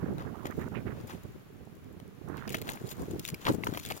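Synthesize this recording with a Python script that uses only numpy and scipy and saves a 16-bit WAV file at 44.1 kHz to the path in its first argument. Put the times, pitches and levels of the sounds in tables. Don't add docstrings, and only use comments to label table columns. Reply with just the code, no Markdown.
import sys
import numpy as np
from scipy import signal
from scipy.fft import rfft, irfft, next_fast_len
from scipy.io import wavfile
from scipy.ndimage import uniform_filter1d, map_coordinates

SR = 44100
rng = np.random.default_rng(int(sys.argv[2]) if len(sys.argv) > 2 else 0)


def transcribe(u):
    v = np.clip(np.atleast_2d(u).T, -1, 1)
    q = np.round(v * 32767).astype(np.int16)
    wavfile.write(sys.argv[1], SR, q)


N = 176400
TOP_HZ = 16000


# f/Hz, level/dB
RUMBLE_TONE = [(20, -38), (40, -22), (65, -2.5), (110, 1.5), (200, -1), (420, -6), (540, -13.5), (720, -19),
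               (1000, -28.5), (1600, -33.5), (4000, -80)]
# t/s, level/dB
WIND_LEFT = [(0, -39.5), (.1, -36.5), (.26, -45), (.4, -58), (.59, -39), (.78, -48), (.81, -44.5),
             (.99, -45), (1.03, -38), (1.1, -48.5), (1.155, -48), (1.19, -49.5), (1.34, -43.5),
             (1.43, -54.5), (1.64, -50.5), (1.69, -59), (1.73, -50), (2.11, -51.5), (2.19, -58),
             (2.27, -50), (2.45, -49), (2.48, -41.5), (2.75, -49), (2.83, -41.5), (2.94, -62), (3.01, -32),
             (3.07, -49.5), (3.11, -35.5), (3.19, -37.5), (3.23, -51), (3.33, -38.5), (3.43, -55),
             (3.505, -24), (3.54, -32.5), (3.65, -38), (3.695, -32), (3.84, -51), (3.87, -39.5),
             (3.95, -40.5), (4, -72)]
WIND_RIGHT = [(0, -35.5), (.05, -33), (.14, -31), (.17, -35.5), (.245, -39), (.275, -30), (.32, -37.5),
              (.4, -42), (.44, -37.5), (.52, -38), (.545, -41), (.585, -32.5), (.67, -35), (.695, -42),
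              (.75, -28.5), (.785, -32), (.81, -36.5), (.835, -41), (.86, -31.5), (.95, -37), (1.06, -46),
              (1.1, -49), (1.15, -37), (1.22, -52), (1.255, -39), (1.3, -47), (1.46, -51.5), (1.57, -44),
              (1.68, -46), (1.8, -50), (1.85, -41.5), (1.9, -46), (2.02, -43.5), (2.16, -48), (2.32, -34),
              (2.4, -38.5), (2.44, -43.5), (2.49, -37), (2.75, -41.5), (2.8, -54), (2.84, -32),
              (2.89, -44.5), (3.03, -35), (3.07, -45.5), (3.11, -35.5), (3.2, -38.5), (3.29, -59),
              (3.34, -36.5), (3.39, -65), (3.5, -30.5), (3.61, -49.5), (3.67, -38.5), (3.72, -46.5),
              (3.91, -45), (4, -68)]

def wind_rumble(swirls_per_s=70, puffs_per_s=110, depth_db=4, split_hz=216):
    wind_db = np.array([over_time(WIND_LEFT), over_time(WIND_RIGHT)])
    swirls = amp(depth_db * np.array([wobble(swirls_per_s), wobble(swirls_per_s)]))
    flow = swirls * noise(RUMBLE_TONE)
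    power = uniform_filter1d(uniform_filter1d(flow ** 2, size=2000), size=800)
    flow = flow / np.sqrt(np.abs(power) + 1e-12)
    low = filtered(flow, lambda hz: 1 / (1 + (hz / split_hz) ** 4))
    high = flow - low
    puffs = unit(amp(depth_db * np.array([wobble(puffs_per_s), wobble(puffs_per_s)])))
    brightness = amp(0.29 * (wind_db - wind_db.mean()))
    return amp(wind_db) * (low + high * puffs * brightness)


# start t/s, length/s, level/dB, top edge f/Hz
GUSTS = [(.005, 0.12, -47, 1760), (0.247, 0.061, -46, 1580), (0.321, 0.13, -46.5, 1300),
         (0.5, 0.032, -42.5, 1950), (0.591, 0.054, -42, 2050), (0.648, 0.034, -44.5, 1700),
         (0.719, 0.026, -45, 1370), (0.742, 0.051, -40.5, 2600), (0.794, 0.02, -49.5, 2000),
         (0.862, 0.03, -41, 2260), (0.894, 0.036, -44, 1940), (2.276, .095, -43, 1560),
         (2.372, 0.11, -44.5, 1830)]

def wind_flutter(low_hz=860, fade_s=0.0116, pitch_sag=0.3):
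    t, right = clock(), np.zeros(N)
    rough = unit(rng.standard_normal(N) * amp(4 * wobble(260)))
    for start, length, db, top_hz in GUSTS:
        def band(hz):
            low_cut = hz ** 2 / (hz ** 2 + low_hz ** 2)
            return low_cut / np.sqrt(1 + (hz / top_hz) ** 11.1)
        fade = np.clip(np.minimum(t - start, start + length - t) / fade_s + .5, 0, 1)
        live = np.flatnonzero(fade)
        rasp = unit(filtered(rough[live], band))
        speed = 1 - pitch_sag * np.linspace(-1, 1, len(live)) ** 2
        bent = map_coordinates(rasp, [np.cumsum(speed)], mode="mirror")
        add(right, amp(db) * fade[live] * bent, live[0])
    return np.array([np.zeros(N), right])


# t/s, level/dB, f/Hz, left minus right/dB
THUMPS = [(.043, -17.5, 250, -13), (.588, -23, 325, -13), (.857, -29, 207, -1), (1.147, -28, 228, -8),
          (1.254, -30.5, 161, -5), (1.674, -37.5, 640, -18), (2.999, -30.5, 264, -6), (3.085, -25, 356, 9),
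          (3.137, -23.5, 275, 4), (3.331, -28, 151, -1), (3.472, -23, 650, 2), (3.483, -20, 520, 5),
          (3.505, -16, 237, 26), (3.516, -16.5, 273, 10), (3.585, -22, 296, 24), (3.691, -25, 227, 0)]

def wind_thumps(width_cycles=0.61):
    out = np.zeros((2, N))
    for when, db, hz, pan_db in THUMPS:
        cycles = (clock() - when) * hz
        push = np.exp(-(cycles / width_cycles) ** 2) * np.sin(2 * np.pi * (cycles + rng.random()))
        side_db = np.minimum([[pan_db], [-pan_db]], 0)
        out += amp(db + side_db) * push
    return out


# peak t/s, rise/s, fall/s, level before trim/dB, body/dB, treble/dB
CRUNCHES = [(0.214, .05, 0.056, -43.5, 8.5, -11.5), (.465, 0.043, 0.063, -45.5, 7, -14),
            (.61, 0.16, .13, -56, -14, 5), (1.0, 0.091, 0.056, -51.5, 7, -8),
            (1.078, .01, .14, -54.5, -2, 5), (1.105, 0.022, 0.049, -41, -0.5, -12.5),
            (2.38, .03, 0.057, -47.5, -10, -14), (2.5, 0.025, 0.078, -47, -13, -4),
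            (2.55, 0.059, 0.055, -44, -16, -8), (2.686, 0.054, 0.14, -40.5, 2.5, -3),
            (2.905, 0.063, 0.031, -42.5, -2, 5), (2.999, 0.089, 0.12, -49, 11, 3.5),
            (3.12, 0.15, .14, -57.5, -21, 4), (3.285, 0.1, 0.035, -44, -33, 0),
            (3.42, 0.036, .04, -47.5, -6, -2.5), (3.468, 0.013, 0.032, -29, -1.5, -12),
            (3.488, 0.038, .03, -29, 9, -8.5), (3.53, 0.056, 0.042, -42.5, -18, 9.5),
            (3.651, 0.04, 0.11, -44, 2, 1.5), (3.755, 0.053, 0.037, -47, -14, -3),
            (3.795, 0.032, 0.1, -46.5, -26, -1), (3.865, 0.034, .06, -43.5, -24, -4),
            (3.908, 0.025, 0.027, -37, -7, -5), (3.97, 0.029, 0.038, -41, 4.5, 7.5)]

def ice_crunches(grains_per_s=2200, spread_db=5.5, powder=0.72, trim_db=-2.5):
    t, out = clock(), np.zeros(N)
    sizes = amp(spread_db * np.minimum(rng.exponential(size=N), 4)) * rng.choice([-1, 1], N)
    clicks = unit(sizes * (rng.random(N) < grains_per_s / SR))
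    grains = unit(clicks + powder * rng.standard_normal(N))
    for peak, rise, fall, db, body_db, treble_db in CRUNCHES:
        from_peak = np.maximum((peak - t) / rise, (t - peak) / fall)
        live = np.flatnonzero(from_peak < 2)
        burst = grains[live] * amp(db + trim_db - 20 * from_peak[live])
        add(out, crust_tone(burst, body_db, treble_db, ring_hz=2830, ring_db=-2.5), live[0])
    return out


# t/s, length/s, level before trim/dB, body/dB, treble/dB
SNAPS = [(0.182, .003, -42, 10, -2), (0.509, 0.0016, -45.5, 2, 8), (0.685, 0.0024, -51, -13, 14),
         (1.071, 0.0069, -50, -13, 36), (1.145, 0.0025, -53, -6, 0), (1.234, .002, -49, 0, 11),
         (1.844, .002, -55, 2, 14), (2.0, 0.0023, -44.5, -2, -7), (2.37, .002, -41.5, -1, 4),
         (2.477, 0.0028, -33, 3, -4), (2.482, 0.0026, -33.5, -3, -14), (2.493, 0.0018, -30, -9, 9),
         (2.503, 0.0025, -32.5, -19, 4), (2.524, 0.0022, -36, -9, 11), (2.529, .003, -36, -6, 7),
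         (2.568, 0.0045, -38.5, -15, 11), (2.583, 0.0053, -39.5, -1, 0), (2.616, 0.0018, -32, -29, 8.5),
         (2.622, 0.0015, -37, -10, 4), (2.679, .004, -38, 8, -20), (2.691, 0.0021, -28.5, -2, -2),
         (2.699, 0.0029, -31, -8, 24), (2.717, 0.0054, -38, 2, 3), (2.734, 0.0016, -36, -4, 22),
         (2.756, 0.0065, -42.5, 13, 9.5), (2.772, .003, -41.5, -1, -27), (2.814, 0.0033, -49.5, 14, 18),
         (2.87, 0.0017, -43, -2, 12), (2.89, .007, -43, -20, 8), (2.911, 0.018, -38.5, 1.5, 6),
         (3.019, 0.0023, -41, 16, 17), (3.11, 0.006, -44, -14, 7), (3.194, 0.0052, -34.5, -20, 6.5),
         (3.251, 0.0021, -27, -15, 3), (3.261, 0.002, -38, -23, 6), (3.277, 0.0034, -33, -19, 8),
         (3.286, 0.0059, -30, -1.5, 4), (3.301, 0.0022, -33.5, -28, 5), (3.343, 0.0044, -30.5, -22, -3.5),
         (3.534, .003, -41, -13, 12), (3.547, 0.0033, -40, -8, 11), (3.644, 0.002, -35.5, -11, 13),
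         (3.737, 0.0038, -37, 7, 4), (3.747, 0.0063, -35, 8, -8), (3.759, .003, -47, -4, 12),
         (3.773, 0.0054, -30.5, 0, 0), (3.783, 0.0026, -36, -4, 5), (3.796, 0.0051, -36.5, -8, 6),
         (3.834, .008, -42, -21, -1), (3.861, 0.0023, -32, -21, 6), (3.888, 0.0017, -31.5, -23.5, 6),
         (3.902, 0.016, -34, 6, -3), (3.92, 0.0025, -29.5, -29, -2)]

def ice_snaps(trim_db=-2):
    out = np.zeros(N)
    for when, length, db, body_db, treble_db in SNAPS:
        burst = shard(length, body_db, treble_db)
        add(out, amp(db + trim_db) * burst, round(when * SR) - len(burst) // 2)
    return out


# t/s, length/s, level before trim/dB, ring f/Hz, body/dB, treble/dB
CRACKS = [(.455, 0.0055, -33.5, 2030, 8.5, -3.5), (0.467, 0.0056, -36, 2060, 7, 1),
          (2.544, 0.0056, -25, 1770, -3, -8), (2.549, 0.0065, -32, 2800, -5, -5),
          (2.689, 0.022, -40, 2070, 2, -1), (3.452, 0.0052, -31.5, 3470, -5, -5),
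          (3.485, .006, -30, 745, 1, -4), (3.636, 0.0041, -29, 2330, 2.5, -14),
          (3.669, 0.0041, -23, 1040, 5, -9.5), (3.851, 0.0021, -28.5, 3300, -11.5, 2)]

def ice_cracks(trim_db=-1):
    out = np.zeros(N)
    for when, length, db, ring_hz, body_db, treble_db in CRACKS:
        burst = ice_break(length, body_db, treble_db, ring_hz, ring_db=9)
        add(out, amp(db + trim_db) * burst, round(when * SR) - len(burst) // 2)
    return out


def shard(length, body_db, treble_db):
    ring_hz = 2830 * np.exp(0.19 * rng.standard_normal())
    return ice_break(length, body_db, treble_db, ring_hz, ring_db=4.5)


def ice_break(length, body_db, treble_db, ring_hz, ring_db, attack_s=0.00021, trickle_s=0.034):
    t = np.arange(-2048, 2048) / SR
    attack = np.clip(t / attack_s, 0, 1)
    split = np.exp(-(t / length) ** 2)
    trickle = amp(-26) * np.exp(-np.abs(t) / trickle_s)
    burst = attack * (split + trickle) * rng.standard_normal(len(t))
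    return crust_tone(burst, body_db, treble_db, ring_hz, ring_db)


# f/Hz, level/dB
CRUST_TONE = [(100, -5), (350, 2), (800, 8), (1200, 9), (1550, 6), (1950, 6), (2300, 3.5), (2800, 3.5),
              (4000, 2.5), (5500, -2.5), (7000, 0.5), (9500, -7.5), (15500, -1)]

def crust_tone(burst, body_db, treble_db, ring_hz, ring_db, body_hz=1115, ring_octaves=0.24):
    def response(hz):
        body = along([(body_hz, body_db), (2200, 0)], hz)
        treble = along([(2960, 0), (7060, treble_db)], hz)
        ring = ring_db / (1 + (np.log2((hz + 1) / ring_hz) / ring_octaves) ** 2)
        gain = amp(along(CRUST_TONE, hz) + body + treble + ring) * (hz < TOP_HZ)
        return gain / np.sqrt(np.mean((gain * (hz > body_hz)) ** 2))
    return filtered(burst, response)


# f/Hz, level/dB
RIGHT_SHADE = [(500, -4), (2000, -2), (4500, -4.5), (7000, -9), (9000, -0.5), (12000, -1), (16000, -11)]
# f/Hz, level/dB
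BOUNCE_TONE = [(300, 10), (1200, -4), (3000, -5), (7000, 2), (15500, 7)]

def from_left(ice, lag_s=0.0003535, bounce_s=0.00083):
    right = filtered(ice, lambda hz: amp(along(RIGHT_SHADE, hz)) * np.exp(-2j * np.pi * hz * lag_s))
    direct, bounced = np.array([ice, right]), np.zeros((2, N))
    t = np.arange(1024) / SR
    for spot in np.array_split(np.arange(N), 700):
        for port in range(2):
            tail = rng.standard_normal(len(t)) * np.exp(-t / bounce_s)
            echoes = signal.fftconvolve(direct[port, spot], tail / np.linalg.norm(tail))
            add(bounced[port], echoes, spot[0])
    return direct + filtered(bounced, lambda hz: amp(along(BOUNCE_TONE, hz)))


def ice_ticks(per_s=22, level_db=-63, spread_db=7):
    out = np.zeros(N)
    for start in rng.integers(0, N, int(per_s * N / SR)):
        tick = shard(length=0.00085, body_db=-4, treble_db=20)
        add(out, amp(level_db + spread_db * rng.standard_normal()) * tick, start)
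    return out


# f/Hz, level/dB
AIR_TONE = [(100, 7), (600, 0.5), (1300, 1), (2500, -4), (5000, -12.5), (7000, -13.5), (10000, -12.5),
            (15500, -7)]
# t/s, level/dB
AIR_LEVEL = [(0, -54.5), (.7, -55), (1.15, -53), (1.5, -58), (2.15, -58), (2.5, -53.5), (4, -52)]

def open_air():
    return amp(over_time(AIR_LEVEL)) * noise(AIR_TONE)


def amp(db):
    return 10 ** (np.asarray(db) / 20)


def unit(x):
    return x / np.sqrt(np.mean(x ** 2) + 1e-20)


def along(points, hz):
    freqs, values = np.transpose(points)
    return np.interp(np.log(hz + 1), np.log(freqs + 1), values)


def clock():
    return np.arange(N) / SR


def over_time(points):
    return np.interp(clock(), *np.transpose(points))


def wobble(per_s):
    return map_coordinates(rng.standard_normal(4096), [clock() * per_s], mode="wrap")


def filtered(x, response):
    n = x.shape[-1]
    padded = next_fast_len(n + 2048)
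    hz = np.fft.rfftfreq(padded, 1 / SR)
    return irfft(rfft(x, padded) * response(hz), padded)[..., :n]


def noise(tone):
    return unit(filtered(rng.standard_normal((2, N)), lambda hz: amp(along(tone, hz))))


def add(track, x, start):
    a, b = max(start, 0), min(start + len(x), N)
    track[a:b] += x[a - start:b - start]


def scene():
    air = open_air()
    wind = wind_rumble() + wind_flutter() + wind_thumps()
    ice = ice_crunches() + ice_snaps() + ice_cracks() + ice_ticks()
    return wind + from_left(ice) + air


# f/Hz, level/dB
MIC_TONE = [(20, 0), (6500, -2), (7400, -1.5), (8100, -11), (9200, -3.5), (16000, -7.5)]

def record(dry):
    return filtered(dry, lambda hz: amp(along(MIC_TONE, hz)) * (hz < TOP_HZ))


dry = scene()
out = record(dry)
transcribe(out)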